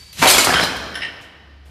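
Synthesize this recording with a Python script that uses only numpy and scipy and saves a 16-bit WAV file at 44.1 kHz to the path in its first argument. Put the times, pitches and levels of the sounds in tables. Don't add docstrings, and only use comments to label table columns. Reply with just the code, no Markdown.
import sys
import numpy as np
from scipy import signal
from scipy.fft import rfft, irfft
from scipy.io import wavfile
from scipy.ndimage import uniform_filter1d

SR = 44100
rng = np.random.default_rng(int(sys.argv[2]) if len(sys.argv) > 2 else 0)


def store_pcm(level_fs):
    pcm = np.round(np.clip(level_fs, -1, 1) * 32767).astype(np.int16)
    wavfile.write(sys.argv[1], SR, np.atleast_2d(pcm).T)


N = 74970
T = np.arange(N) / SR

# time in seconds, level in dB.
HUM_LEVELS = [(0, -49), (.2, -60), (.8, -39.5), (1.1, -65), (1.35, -53), (1.5, -46), (1.6, -44),
              (1.7, -40.5)]
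# frequency in Hz, relative level in dB.
AIR_SPECTRUM = [(25, 14), (50, 6.5), (90, 7.5), (200, -5.5), (500, -10.5), (2000, -15.5), (5000, -17.5),
                (8000, -45), (14000, -50.5)]
# frequency in Hz, T60 in seconds.
YARD_DECAY = [(60, 1.8), (250, 1.95), (1000, 1.66), (2000, 1.44), (5500, 1.06), (7500, 0.53), (10000, 0.84),
              (14000, 1.55)]
# frequency in Hz, level in dB.
YARD_SPECTRUM = [(60, 1.5), (250, -5), (1000, -6.5), (2000, -7), (4500, -5.5), (8000, -7), (14000, -20.5)]
# time in seconds, level in dB.
DRIVE_LEVELS = [(0, -47.5), (.04, -49), (.12, -55.5), (.162, -43), (.178, -33.5), (.19, -27), (.215, -26.5),
                (.25, -23.5), (.3, -76.5)]
# frequency in Hz, relative level in dB.
DRIVE_SPECTRUM = [(50, 3.5), (90, 7), (200, 6), (400, -9), (1200, -6), (2500, -1), (4200, -1.5),
                  (7000, -4.5), (14000, -14.5)]
# start in seconds, level in dB, shard index (rounded on use).
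SHARD_HITS = [(.298, 4, 5), (.385, 1, 5), (.445, -2.5, 5), (0.391, 0.5, 3), (.402, 2.5, 3.5),
              (0.412, -3, 3.5), (.492, 0, -0.5), (.504, 0.5, 0.5), (.540, -1, 1), (0.548, -4, 0.5),
              (.557, -5, 0), (.568, 3, 1), (.582, 0.5, -1), (.592, 0, 0), (.609, -2.5, 1), (.556, -1, 6),
              (.562, -2.5, 6), (.585, -7, 6), (.621, -1, 4), (.632, -5, 4), (.645, -6, 4), (0.943, -17, 1),
              (.9535, -8.5, 1), (.958, -13, 1.5), (0.973, -12.5, 1), (.988, -17, 1), (1.007, -15, 1.5),
              (1.019, -9.5, 2), (1.024, -9.5, 1.5), (1.0327, -7.5, 2), (1.0485, -9.5, 2), (1.065, -17, 3),
              (1.081, -18.5, 2)]
# frequency in Hz, level in dB, T60 in seconds.
MODES_BY_SHARD = [
    [(1440, -5, 0.018), (1597, 1, 0.06), (1690, -1.5, 0.038), (1740, 2, 0.065), (3140, -11, 0.029),
     (5110, -5.5, 0.05)],
    [(1524, 1.5, 0.042), (1825, -1, 0.048), (3120, 1, 0.046), (5264, -2, 0.031), (9880, -9, 0.012),
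     (10460, -11, 0.011)],
    [(1812, -1, 0.089), (1933, -4, 0.072), (2085, -5.5, 0.04), (2237, -6, 0.057), (2690, -2, 0.037),
     (2946, 0, 0.055), (3090, -1, 0.04), (3890, -5, 0.026), (5176, -6, 0.027), (8650, -22.5, 0.041)],
    [(2990, 1.5, .07)],
    [(4102, -1, 0.056), (5200, -10.5, 0.039)],
    [(4750, 4.5, .03), (5150, -4.5, 0.02), (8370, 6.5, .035)],
    [(3099, 1, 0.074)],
]
# start in seconds, level in dB, T60 in seconds.
GRIT_BURSTS = [(0.222, -7, 0.21), (0.27, 0.5, 0.1), (.286, -1.5, 0.084), (.299, 2, 0.13),
               (.334, -1.5, 0.39), (.380, -0.5, 0.044), (.392, -6.5, 0.62), (.441, -8.5, 0.09),
               (.49, -23, 0.18), (.6, -18, 0.2), (.633, -15.5, 0.06), (.765, -29.5, 0.023),
               (.955, -33.5, .06), (1.208, -41.5, 0.17), (1.222, -46.5, 0.11)]
# frequency in Hz, relative level in dB.
GRIT_SPECTRUM = [(30, -20.5), (75, -1.5), (140, -15), (400, 2), (1000, 2.5), (2000, 0), (4500, 1),
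                 (6500, -3), (8500, -3.5), (11000, -5.5), (14000, -8.5)]
# start in seconds, knock level in dB, thump level in dB.
LANDINGS = [(.348, 0, 4), (0.369, 2, 2), (.397, -4, 3), (0.471, 1, 2.5), (0.476, -3.5, -4), (.491, -1, -1),
            (.495, 0.5, 0.5), (.526, -3, 2), (0.538, 0.5, -0.5), (.542, 4.5, 5.5), (.568, -7, -26),
            (.598, 1, -14), (.609, -5.5, -6), (.6125, -3, -6), (.629, 1.5, 4.5), (.637, -3, -2),
            (.722, -13.5, -7), (0.733, -16, -15), (0.821, -34, -14)]
# frequency in Hz, relative level in dB.
KNOCK_SPECTRUM = [(30, -25), (80, -18), (200, -11), (380, -4.5), (700, 1), (1400, -1), (2500, -7.5),
                  (6000, -19), (13000, -43.5)]
# frequency in Hz, level in dB, T60 in seconds.
PIECE_MODES = [(78.2, -14, 0.16), (206.6, -2, 0.039), (259, -1, 0.034), (320, -2, 0.049)]
# start in seconds, level in dB.
SLAB_CRACKS = [(.219, -12), (.2225, -5), (.2262, 3), (.2305, -1.5), (.2375, -2.5), (.245, -4.5),
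               (.254, -4.5), (.2585, 3.5), (.267, -3.5), (.275, -3)]
# frequency in Hz, relative level in dB.
CRACK_SPECTRUM = [(30, -16.5), (75, -3.5), (130, -13.5), (200, 2.5), (350, -2.5), (750, 4), (1500, -4),
                  (2700, -5), (5000, -17), (13000, -25)]

HUM_HZ, AIR_DB, RUSTLE_START_S, RUSTLE_DB = 69.9, -49.5, 1.648, -52.5
YARD_BUILD_S, NEAR_WALL_DB, NEAR_WALL_T60_S, SPOT_STEP_S = 0.018, -4, 0.2, 0.012
MOTOR_HZ, MOTOR_WOBBLE, MOTOR_DB, MOTOR_DB_PER_ORDER = 764, 0.008, -57.5, -1.0
WHINE_HZ, WHINE_WIDTH_HZ, WHINE_DB = 4586, 80, -51
MOTOR_END_S, MOTOR_FADE_S = 0.18, 0.054
LATCH_START_S, LATCH_DB, LATCH_T60_S = 0.1285, -11, 0.15
SHARD_DB, SCRAPE_DB, SCRAPE_T60_S, PRESSED_T60_S = -15, 3.5, 0.031, 0.003
GRIT_DB, GRIT_ATTACK_S, GRAINS_PER_S, GRAIN_SPREAD_DB = 19.5, 0.0024, 3200, 3
CHIP_POWER_SHARE, CHIP_T60_CYCLES, CHIPS_PER_S = 0.3, 81, 700
CRACK_DB, KNOCK_DB, THUMP_DB = 15.5, 9.5, -20
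HAMMER_HIT_S, HAMMER_THUMP_REL_DB, RING_ATTACK_S = 0.2225, 9, 0.0017
LOW_CUT_HZ, HIGH_CUT_HZ, CEILING, SIDE_DB, SIDE_FROM_HZ = 49.4, 14330, 0.78, -7.5, 6850


def from_db(db):
    return 10 ** (np.asarray(db) / 20)


def unit(x):
    return x / np.sqrt(np.sum(x ** 2) + 1e-20)


def at_hz(points, hz):
    points_hz, values = np.transpose(points)
    return np.interp(np.log(np.maximum(hz, 1)), np.log(points_hz), values)


def level(rows):
    return from_db(np.interp(T, *np.transpose(rows)))


def decay(t60_s):
    return np.exp(-np.log(1000) * T / max(t60_s, 1e-3))


def through(x, response):
    return signal.fftconvolve(x, response)[:N]


def colour(x, spectrum):
    size = 8192
    gains = from_db(at_hz(spectrum, np.arange(size // 2 + 1) * SR / size))
    cepstrum = irfft(np.log(gains))
    cepstrum[1:size // 2] *= 2
    cepstrum[size // 2 + 1:] = 0
    return through(x, unit(irfft(np.exp(rfft(cepstrum)))))


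def add(out, start_s, x):
    i = int(max(start_s, 0) * SR)
    out[i:] += x[:N - i]


def noise():
    return rng.standard_normal(N)


def grains(per_s=GRAINS_PER_S):
    sizes = from_db(GRAIN_SPREAD_DB * np.minimum(rng.exponential(1, N), 3)) * rng.choice([-1, 1], N)
    return unit(sizes * (rng.random(N) < per_s / SR)) * np.sqrt(N)


def ring(modes, detune, spread_db):
    t = T[:N // 4]
    hz, db, t60_s = np.transpose(modes)[:, :, None]
    pitch, strength, sign = rng.standard_normal((3,) + hz.shape)
    envelopes = np.exp(-np.log(1000) * t / t60_s) * (1 - np.exp(-t / RING_ATTACK_S))
    waves = np.sin(2 * np.pi * hz * (1 + detune * pitch) * t) * envelopes
    gains = np.sign(sign) * from_db(db + spread_db * strength)
    return np.pad((gains * waves).sum(0), (0, N - len(t)))


def background():
    hum = level(HUM_LEVELS) * np.sqrt(2) * np.sin(2 * np.pi * HUM_HZ * T)
    fade_in = np.clip((T - RUSTLE_START_S) / 0.012, 0, 1)
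    rustle = from_db(RUSTLE_DB) * fade_in * colour(noise(), [(400, 2.5), (3000, -11.5), (14000, -20.0)])
    air = from_db(AIR_DB) * colour(noise(), AIR_SPECTRUM)
    return hum + air + rustle


def echoes():
    tail, white = np.zeros(N), (noise(), noise())
    edges_hz = np.geomspace(35, 16000, 15)
    for k, (low, high) in enumerate(zip(edges_hz, edges_hz[1:])):
        hz = np.sqrt(low * high)
        band = signal.sosfilt(signal.butter(2, [low, high], "band", fs=SR, output="sos"), white[k % 2])
        envelope = decay(at_hz(YARD_DECAY, hz)) * (1 - np.exp(-T / YARD_BUILD_S))
        gain = from_db(at_hz(YARD_SPECTRUM, hz)) * np.sqrt(2 * (high - low) / SR)
        tail += gain * unit(band * envelope)
    near = from_db(NEAR_WALL_DB) * unit(noise() * decay(NEAR_WALL_T60_S) * (T > 0.003))
    return tail + near


def courtyard(x, spots=7):
    out = np.zeros(N)
    for spot in range(spots):
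        steps_away = np.abs((T / SPOT_STEP_S - spot + 1) % spots - 1)
        crossfade = np.cos(np.pi / 2 * np.minimum(steps_away, 1))
        out += through(x * crossfade, echoes())
    return out


def motor():
    wobble = unit(uniform_filter1d(noise(), size=200)) * np.sqrt(N)
    phase = 2 * np.pi * np.cumsum(MOTOR_HZ * (1 + MOTOR_WOBBLE * wobble)) / SR
    overtones = np.zeros(N)
    for order in range(3, 19):
        gain = from_db(MOTOR_DB + MOTOR_DB_PER_ORDER * order)
        overtones += gain * np.sin(order * phase + 2 * np.pi * rng.random())
    resonance = np.exp(-np.pi * WHINE_WIDTH_HZ * T) * np.sin(2 * np.pi * WHINE_HZ * T)
    whine = unit(through(noise(), resonance)) * np.sqrt(N)
    return overtones + from_db(WHINE_DB) * whine


def drive():
    rattle = level(DRIVE_LEVELS) * colour(grains(), DRIVE_SPECTRUM)
    running = np.clip((MOTOR_END_S - T) / MOTOR_FADE_S, 0, 1)
    return rattle + running * motor()


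def latch():
    tick = np.zeros(N)
    add(tick, LATCH_START_S, from_db(LATCH_DB) * unit(grains() * decay(LATCH_T60_S)))
    return colour(tick, [(300, -12.5), (1300, -12), (2500, 2.0), (4200, 1.5),
                         (8000, -8.5), (11500, -1), (14000, -9)])


def shards():
    out = np.zeros(N)
    for start_s, db, shard in SHARD_HITS:
        free = ring(MODES_BY_SHARD[round(shard)], detune=0.014, spread_db=2.0)
        scrape = unit(through(grains() * decay(SCRAPE_T60_S), free * decay(PRESSED_T60_S)))
        add(out, start_s, from_db(db + SHARD_DB) * free + from_db(db + SCRAPE_DB) * scrape)
    return out


def chips(clicks, count=160):
    owner, out = rng.integers(0, count, N), np.zeros(N)
    pitches_hz = 1200 + 12800 * (np.arange(count) + rng.random(count)) / count
    for chip, hz in enumerate(pitches_hz):
        radius = from_db(-60 * hz / (CHIP_T60_CYCLES * SR))
        angle = 2 * np.pi * hz / SR
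        gain = np.sqrt(2 * (1 - radius ** 2)) * np.sin(angle)
        feedback = [1, -2 * radius * np.cos(angle), radius ** 2]
        out += signal.lfilter([0, gain], feedback, clicks * (owner == chip) + 1e-18)
    return out


def grit():
    dust, chip_hits = np.zeros(N), np.zeros(N)
    for start_s, db, t60_s in GRIT_BURSTS:
        burst = decay(t60_s) * (1 - np.exp(-T / GRIT_ATTACK_S))
        add(dust, start_s, from_db(db) * unit(grains() * burst))
        add(chip_hits, start_s, from_db(db) * unit(grains(CHIPS_PER_S) * burst))
    shower = np.sqrt(1 - CHIP_POWER_SHARE) * dust + np.sqrt(CHIP_POWER_SHARE) * chips(chip_hits)
    return from_db(GRIT_DB) * colour(shower, GRIT_SPECTRUM)


def blows(rows, crumble_t60_s, snap):
    out = np.zeros(N)
    for start_s, db in rows:
        force = unit(noise() * decay(crumble_t60_s))
        force[0] += snap
        add(out, start_s, from_db(db) * unit(force))
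    return out


def slab():
    cracks = colour(blows(SLAB_CRACKS, crumble_t60_s=0.017, snap=0.72), CRACK_SPECTRUM)
    knock_rows = [(start_s, db) for start_s, db, _ in LANDINGS]
    thump_rows = [(start_s, db) for start_s, _, db in LANDINGS]
    knocks = colour(blows(knock_rows, crumble_t60_s=0.016, snap=0.76), KNOCK_SPECTRUM)
    thumps = np.zeros(N)
    for start_s, db in [(HAMMER_HIT_S, HAMMER_THUMP_REL_DB)] + thump_rows:
        add(thumps, start_s, from_db(db) * ring(PIECE_MODES, detune=0.067, spread_db=3.0))
    return from_db(CRACK_DB) * cracks + from_db(KNOCK_DB) * knocks + from_db(THUMP_DB) * thumps


def scene():
    direct = slab() + grit() + shards() + drive() + latch()
    return np.array([direct + courtyard(direct) + background()] * 2)


def record(dry):
    thinned = signal.sosfilt(signal.butter(4, LOW_CUT_HZ, "high", fs=SR, output="sos"), dry[0])
    mid = CEILING * np.tanh(thinned / CEILING)
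    high_pass = signal.butter(12, SIDE_FROM_HZ, "high", fs=SR, output="sos")
    treble = signal.sosfilt(high_pass, mid)
    treble_rms = np.sqrt(np.abs(uniform_filter1d(treble ** 2, size=256)))
    hiss = colour(noise(), [(5000, 1), (10000, -1.5), (14000, -11), (16000, -31)])
    hiss /= np.std(signal.sosfilt(high_pass, hiss))
    side = from_db(SIDE_DB) * signal.sosfilt(high_pass, treble_rms * hiss)
    low_pass = signal.firwin(601, HIGH_CUT_HZ, fs=SR, window=("kaiser", 8))
    return signal.fftconvolve(np.array([mid + side, mid - side]), low_pass[None], "same", axes=1)


dry = scene()
out = record(dry)
store_pcm(out)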